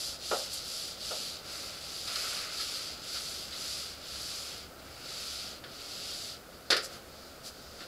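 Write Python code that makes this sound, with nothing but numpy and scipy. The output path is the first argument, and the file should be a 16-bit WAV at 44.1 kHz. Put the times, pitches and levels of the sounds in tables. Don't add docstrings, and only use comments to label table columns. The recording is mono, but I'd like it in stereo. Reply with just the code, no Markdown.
import sys
import numpy as np
from scipy import signal
from scipy.fft import rfft, irfft
from scipy.io import wavfile
from scipy.ndimage import uniform_filter1d

SR = 44100
rng = np.random.default_rng(int(sys.argv[2]) if len(sys.argv) > 2 else 0)


def master(y):
    cut = np.clip(np.atleast_2d(y).T, -1, 1)
    pcm = np.round(cut * 32767)
    wavfile.write(sys.argv[1], SR, pcm.astype(np.int16))


N = 347067
TIME = np.arange(N) / SR


def wiping(grip_db=-0.4, uneven_db=-0.03):
    # f/Hz, level/dB
    felt_spectrum = [(300, -40), (1300, -19.5), (2000, -6.5), (2800, -2), (3500, 0), (4600, 0.5), (5600, 1),
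                     (7300, 0), (11000, -4.5), (13000, -12.5), (14500, -23), (15500, -40)]
    # f/Hz, level/dB
    rasp_spectrum = [(200, -27), (600, -7), (900, -4.5), (1200, -2), (1700, -2), (2200, 1.5), (2700, 1.5),
                     (4000, -19), (8000, -28)]
    speed, hiss_gain, treble_gain, rasp_gain = arm()
    fibres = unit(colour(slips(5000 + 17000 * speed, spread_db=-0.6), felt_spectrum))
    dull = lowpass(lowpass(fibres, 4900)[::-1], 4160)[::-1]
    hiss = dull * hiss_gain * undb(grip_db * walk(10)) + (fibres - dull) * treble_gain
    rasp = unit(colour(slips(4000, spread_db=1.5), rasp_spectrum)) * rasp_gain
    snags = catches()
    return (hiss + rasp) * undb(uneven_db * walk(30)) + snags


def arm(hiss_power=0.61, rasp_power=0.37, slow_dull_db=9.5, ease_db_per_s=3):
    # start/s, speed-up/s, slow-down/s, hiss/dB, treble re hiss/dB, rasp/dB
    strokes = [(-0.15, .18, 0.16, -36, 2, -67), (0.18, 0.18, 0.16, -35, 1.2, -59),
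               (0.485, 0.063, 0.087, -36.5, 1, -61), (0.575, 0.19, 0.23, -36, 0.5, -68),
               (0.959, .17, 0.3, -34.5, -1.5, -66), (1.415, 0.16, 0.23, -39.5, 0.8, -46),
               (1.655, 0.44, 0.14, -37.5, -1, -52.5), (2.06, 0.17, 0.34, -34, 0.5, -38.5),
               (2.469, .16, 0.4, -34.5, -1.3, -46), (2.974, 0.22, 0.4, -37, 0, -50.5),
               (3.493, 0.18, 0.33, -36.5, 0.6, -48), (3.965, 0.34, 0.38, -37, -0.7, -49.5),
               (4.78, 0.37, 0.15, -48, 0.5, -53), (5.001, 0.3, 0.3, -36, -2.8, -51),
               (5.65, 0.39, 0.15, -39, -2.5, -53.5), (5.985, 0.23, .17, -37.5, -1.5, -65)]
    speed, hiss, treble, rasp = np.zeros((4, N))
    for start_s, rise_s, fall_s, hiss_db, treble_db, rasp_db in strokes:
        pace = stroke_speed(start_s, rise_s, fall_s)
        moving = pace > 0
        pace = pace[moving]
        friction = undb(hiss_db) * pace ** hiss_power
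        speed[moving] += pace ** 2
        hiss[moving] += friction ** 2
        treble[moving] += (friction * undb(treble_db - slow_dull_db * (1 - pace))) ** 2
        eased_db = ease_db_per_s * (TIME[moving] - start_s - rise_s)
        rasp[moving] += (undb(rasp_db - eased_db) * pace ** rasp_power) ** 2
    return np.sqrt([speed, hiss, treble, rasp])


def stroke_speed(start_s, rise_s, fall_s, cruise=1.02):
    ramp = np.interp(TIME, [start_s, start_s + rise_s, start_s + rise_s + fall_s], [0, 1, 0])
    return np.tanh(cruise * np.sin(np.pi / 2 * ramp)) / np.tanh(cruise)


def catches(gain_db=2):
    # t/s, length/s, relative level/dB
    releases = [(2.082, 0.0089, -34.5), (2.16, 0.0065, -30.5), (2.61, 0.031, -37), (3.161, 0.052, -38.5),
                (3.535, 0.028, -41), (4.798, 0.013, -53)]
    # f/Hz, level/dB
    catch_spectrum = [(400, -30.5), (1300, -3), (2300, -3), (4700, 1.5), (6500, -6), (10000, -11),
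                      (15000, -22)]
    envelope = sum(undb(db + gain_db) * swell(at_s, length_s) for at_s, length_s, db in releases)
    return unit(colour(rng.standard_normal(N), catch_spectrum)) * envelope


def bumps(gain_db=-41):
    # t/s, relative level/dB
    contacts = [(.3125, 3.5), (0.328, -10), (1.109, -8.5)]
    # f/Hz, level/dB, t60/s
    panel_modes = [(375, -21, 0.3), (530, -5, .38), (617, -4, 0.42), (708, -8, 0.23), (820, 0, 0.28),
                   (1210, -2, .15), (1276, -2, 0.21), (1405, 2, 0.097), (1760, -7, .2)]
    # f/Hz, level/dB
    thud_spectrum = [(120, -29), (280, -18), (420, -8), (600, -2), (800, -1.5), (1480, -14.5), (1850, -15),
                     (3500, -22), (8000, -28), (15000, -48)]
    out = np.zeros(N)
    for at_s, db in contacts:
        thud = ring(panel_modes, thud_spectrum, crack_t60_s=0.28, modes_db=-7, wet_db=-2)
        add(out, at_s, undb(db + gain_db) * thud)
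    return out


def knocks(gain_db=-37):
    # t/s, relative level/dB, cut-off/Hz
    contacts = [(5.639, -15, 3480), (6.7034, 1, 13800), (6.7062, 0.5, 15000), (6.7132, -14, 6000),
                (6.7182, 0.5, 4100), (6.7231, -3.5, 3380), (6.7285, 1, 3770), (6.765, -7, 6640),
                (6.768, -8, 15000), (6.88, -33, 5000), (6.979, -36, 3500), (7.806, -18.5, 3500)]
    # f/Hz, level/dB, t60/s
    tray_modes = [(343.4, -6.5, 0.41), (426, -4.5, 0.57), (534, -3, 1), (1410, -2.5, 0.37), (1744, 5, 0.25),
                  (1830, 8, .18), (1940, -1, 0.25), (2170, -16, 0.16), (2275, 9, 0.17), (3514, 13, 0.067),
                  (3736, -14, .15), (4440, -12, 0.16), (4560, 4, 0.13), (5000, 5, 0.069), (5920, -3, 0.17)]
    # f/Hz, level/dB
    clack_spectrum = [(100, -23), (220, -15), (350, -3.5), (550, -2.5), (950, -5.5), (1350, -2),
                      (1800, 4.5), (2600, -2), (3400, -1), (4800, -0.5), (5800, -4.5), (8000, -9),
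                      (11000, -11.5), (15000, -30)]
    out = np.zeros(N)
    for at_s, db, cutoff_hz in contacts:
        clack = ring(tray_modes, clack_spectrum, crack_t60_s=0.019, modes_db=-10, wet_db=1.5)
        add(out, at_s, undb(db + gain_db) * lowpass(clack, cutoff_hz))
    return out


def ring(modes, spectrum, crack_t60_s, modes_db, wet_db):
    t = TIME[:SR // 2]
    crack = unit(rng.standard_normal(len(t)) * fade(t, crack_t60_s))
    crack += undb(wet_db) * unit(echoes())
    tones = sum((-1) ** k * undb(db) * fade(t, t60_s) * np.sin(2 * np.pi * hz * t)
                for k, (hz, db, t60_s) in enumerate(modes))
    return unit(colour(crack, spectrum)) + undb(modes_db) * unit(tones)


def brushes(top_hz=12000):
    # t/s, length/s, level/dB, centre/Hz, width/octaves
    rubs = [(0.54, 0.019, -32.5, 9200, 0.57), (6.557, 0.058, -59, 4400, 0.23),
            (6.682, 0.044, -58, 4600, .35), (6.769, .006, -31, 10500, 0.62),
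            (6.849, 0.03, -35.5, 7200, 0.55), (6.942, 0.061, -43, 1000, 2.7), (7.225, 0.2, -54, 4570, 0.67),
            (7.47, 0.04, -39, 5800, 1.04), (7.71, 0.41, -53, 4850, 0.69), (7.817, 0.059, -44.5, 1790, 1.64)]
    out = np.zeros(N)
    offsets = np.arange(-6, 7) / 2
    for at_s, length_s, db, centre_hz, width_oct in rubs:
        band = np.column_stack([centre_hz * 2 ** (offsets * width_oct), -4.5 * offsets ** 2])
        friction = unit(colour(slips(25000, spread_db=-0.5), band))
        out += undb(db) * swell(at_s, length_s) * friction
    return lowpass(out, top_hz, order=3)


def travelling(x, wet_db):
    wet, hop = np.zeros(N), SR // 25
    for i in range(0, N, hop):
        span = np.arange(max(i - hop, 0), min(i + hop, N))
        crossfade = 1 - abs(span - i) / hop
        add(wet, span[0] / SR, signal.fftconvolve(x[span] * crossfade, echoes()))
    return (x + undb(wet_db) * wet) / np.hypot(1, undb(wet_db))


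def echoes(early_t60_s=0.17, late_t60_s=0.44, late_db=-9.5, late_top_hz=4500, gap_s=0.003):
    t = TIME[:SR // 2]
    early, late = rng.standard_normal((2, len(t)))
    spray = early * fade(t, early_t60_s)
    tail = undb(late_db) * lowpass(late, late_top_hz, order=1) * fade(t, late_t60_s)
    response = (spray + tail) * (t > gap_s)
    return response / np.linalg.norm(response)


def ventilation(air_db=-47.5, hum_hz=70, hum_db=-61):
    # f/Hz, level/dB
    air_spectrum = [(20, -6), (45, -2), (68, 5.5), (90, 1), (150, 0), (280, -1.5), (480, -5.5), (620, -1),
                    (800, -0.5), (1300, -6.5), (2000, -7), (4500, -17), (7000, -15.5), (15000, -25)]
    air = unit(colour(rng.standard_normal(N), air_spectrum)) * undb(0.33 * walk(3.7))
    hum = walk(3.5) * np.sin(2 * np.pi * hum_hz * TIME)
    return undb(air_db) * air + undb(hum_db) * hum


def slips(rate_per_s, spread_db):
    happens = rng.random(N) < rate_per_s / SR
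    sizes = undb(spread_db * np.minimum(rng.exponential(size=N), 5))
    return unit(happens * sizes * rng.standard_normal(N) / np.sqrt(rate_per_s))


def walk(rate_hz):
    window = max(int(SR / rate_hz), 1)
    return unit(uniform_filter1d(uniform_filter1d(rng.standard_normal(N), window), window))


def swell(at_s, length_s):
    return np.exp(-2 * ((TIME - at_s) / length_s) ** 2)


def fade(t, t60_s):
    return np.exp(-np.log(1000) * t / t60_s)


def colour(x, points):
    size = 4096
    hz, db = np.transpose(points)
    grid_hz = np.maximum(np.arange(size // 2 + 1) * SR / size, 1)
    gain = undb(np.interp(np.log(grid_hz), np.log(hz), db))
    cepstrum = irfft(np.log(gain))
    cepstrum[1:size // 2] *= 2
    cepstrum[size // 2 + 1:] = 0
    return signal.fftconvolve(x, irfft(np.exp(rfft(cepstrum))))[:len(x)]


def peaked(x, bands):
    hz = np.arange(1, SR // 2, 10)
    db = sum(gain_db * np.exp(-((hz - centre_hz) / width_hz) ** 2)
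             for centre_hz, width_hz, gain_db in bands)
    return colour(x, np.column_stack([hz, db]))


def lowpass(x, hz, order=2):
    return signal.sosfilt(signal.butter(order, min(hz, SR / 2 - 1), fs=SR, output="sos"), x)


def add(track, at_s, sound):
    i = round(at_s * SR)
    track[i:i + len(sound)] += sound[:N - i]


def undb(db):
    return 10 ** (np.asarray(db) / 20)


def unit(x):
    return x / np.sqrt(np.mean(x ** 2))


def scene():
    rubbing = travelling(wiping() + brushes(), wet_db=-9)
    return np.tile(rubbing + bumps() + knocks() + ventilation(), (2, 1))


def record(dry, self_noise_db=-59, top_hz=15550):
    # f/Hz, gain/dB
    response = [(250, -3), (520, 2.5), (750, -5), (970, -12), (1330, 3), (1750, -7.5), (2300, -7.5),
                (3900, -1), (4700, 4.5), (5600, -4), (6600, -7.5), (7300, -7.5), (8300, -9.5), (11000, -5)]
    # f/Hz, half width/Hz, gain/dB
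    peaks_and_dips = [(5080, 200, 1.5), (5780, 160, -3), (5920, 200, 3.5), (6600, 200, -0.5),
                      (7430, 39, -24), (7500, 780, 3.5)]
    heard = peaked(colour(dry.mean(axis=0), response), peaks_and_dips)
    hiss = undb(self_noise_db) * rng.standard_normal(N)
    top_cut = signal.ellip(10, 0.1, 80, top_hz, fs=SR, output="sos")
    return np.tile(signal.sosfilt(top_cut, heard + hiss), (2, 1))


dry = scene()
out = record(dry)
master(out)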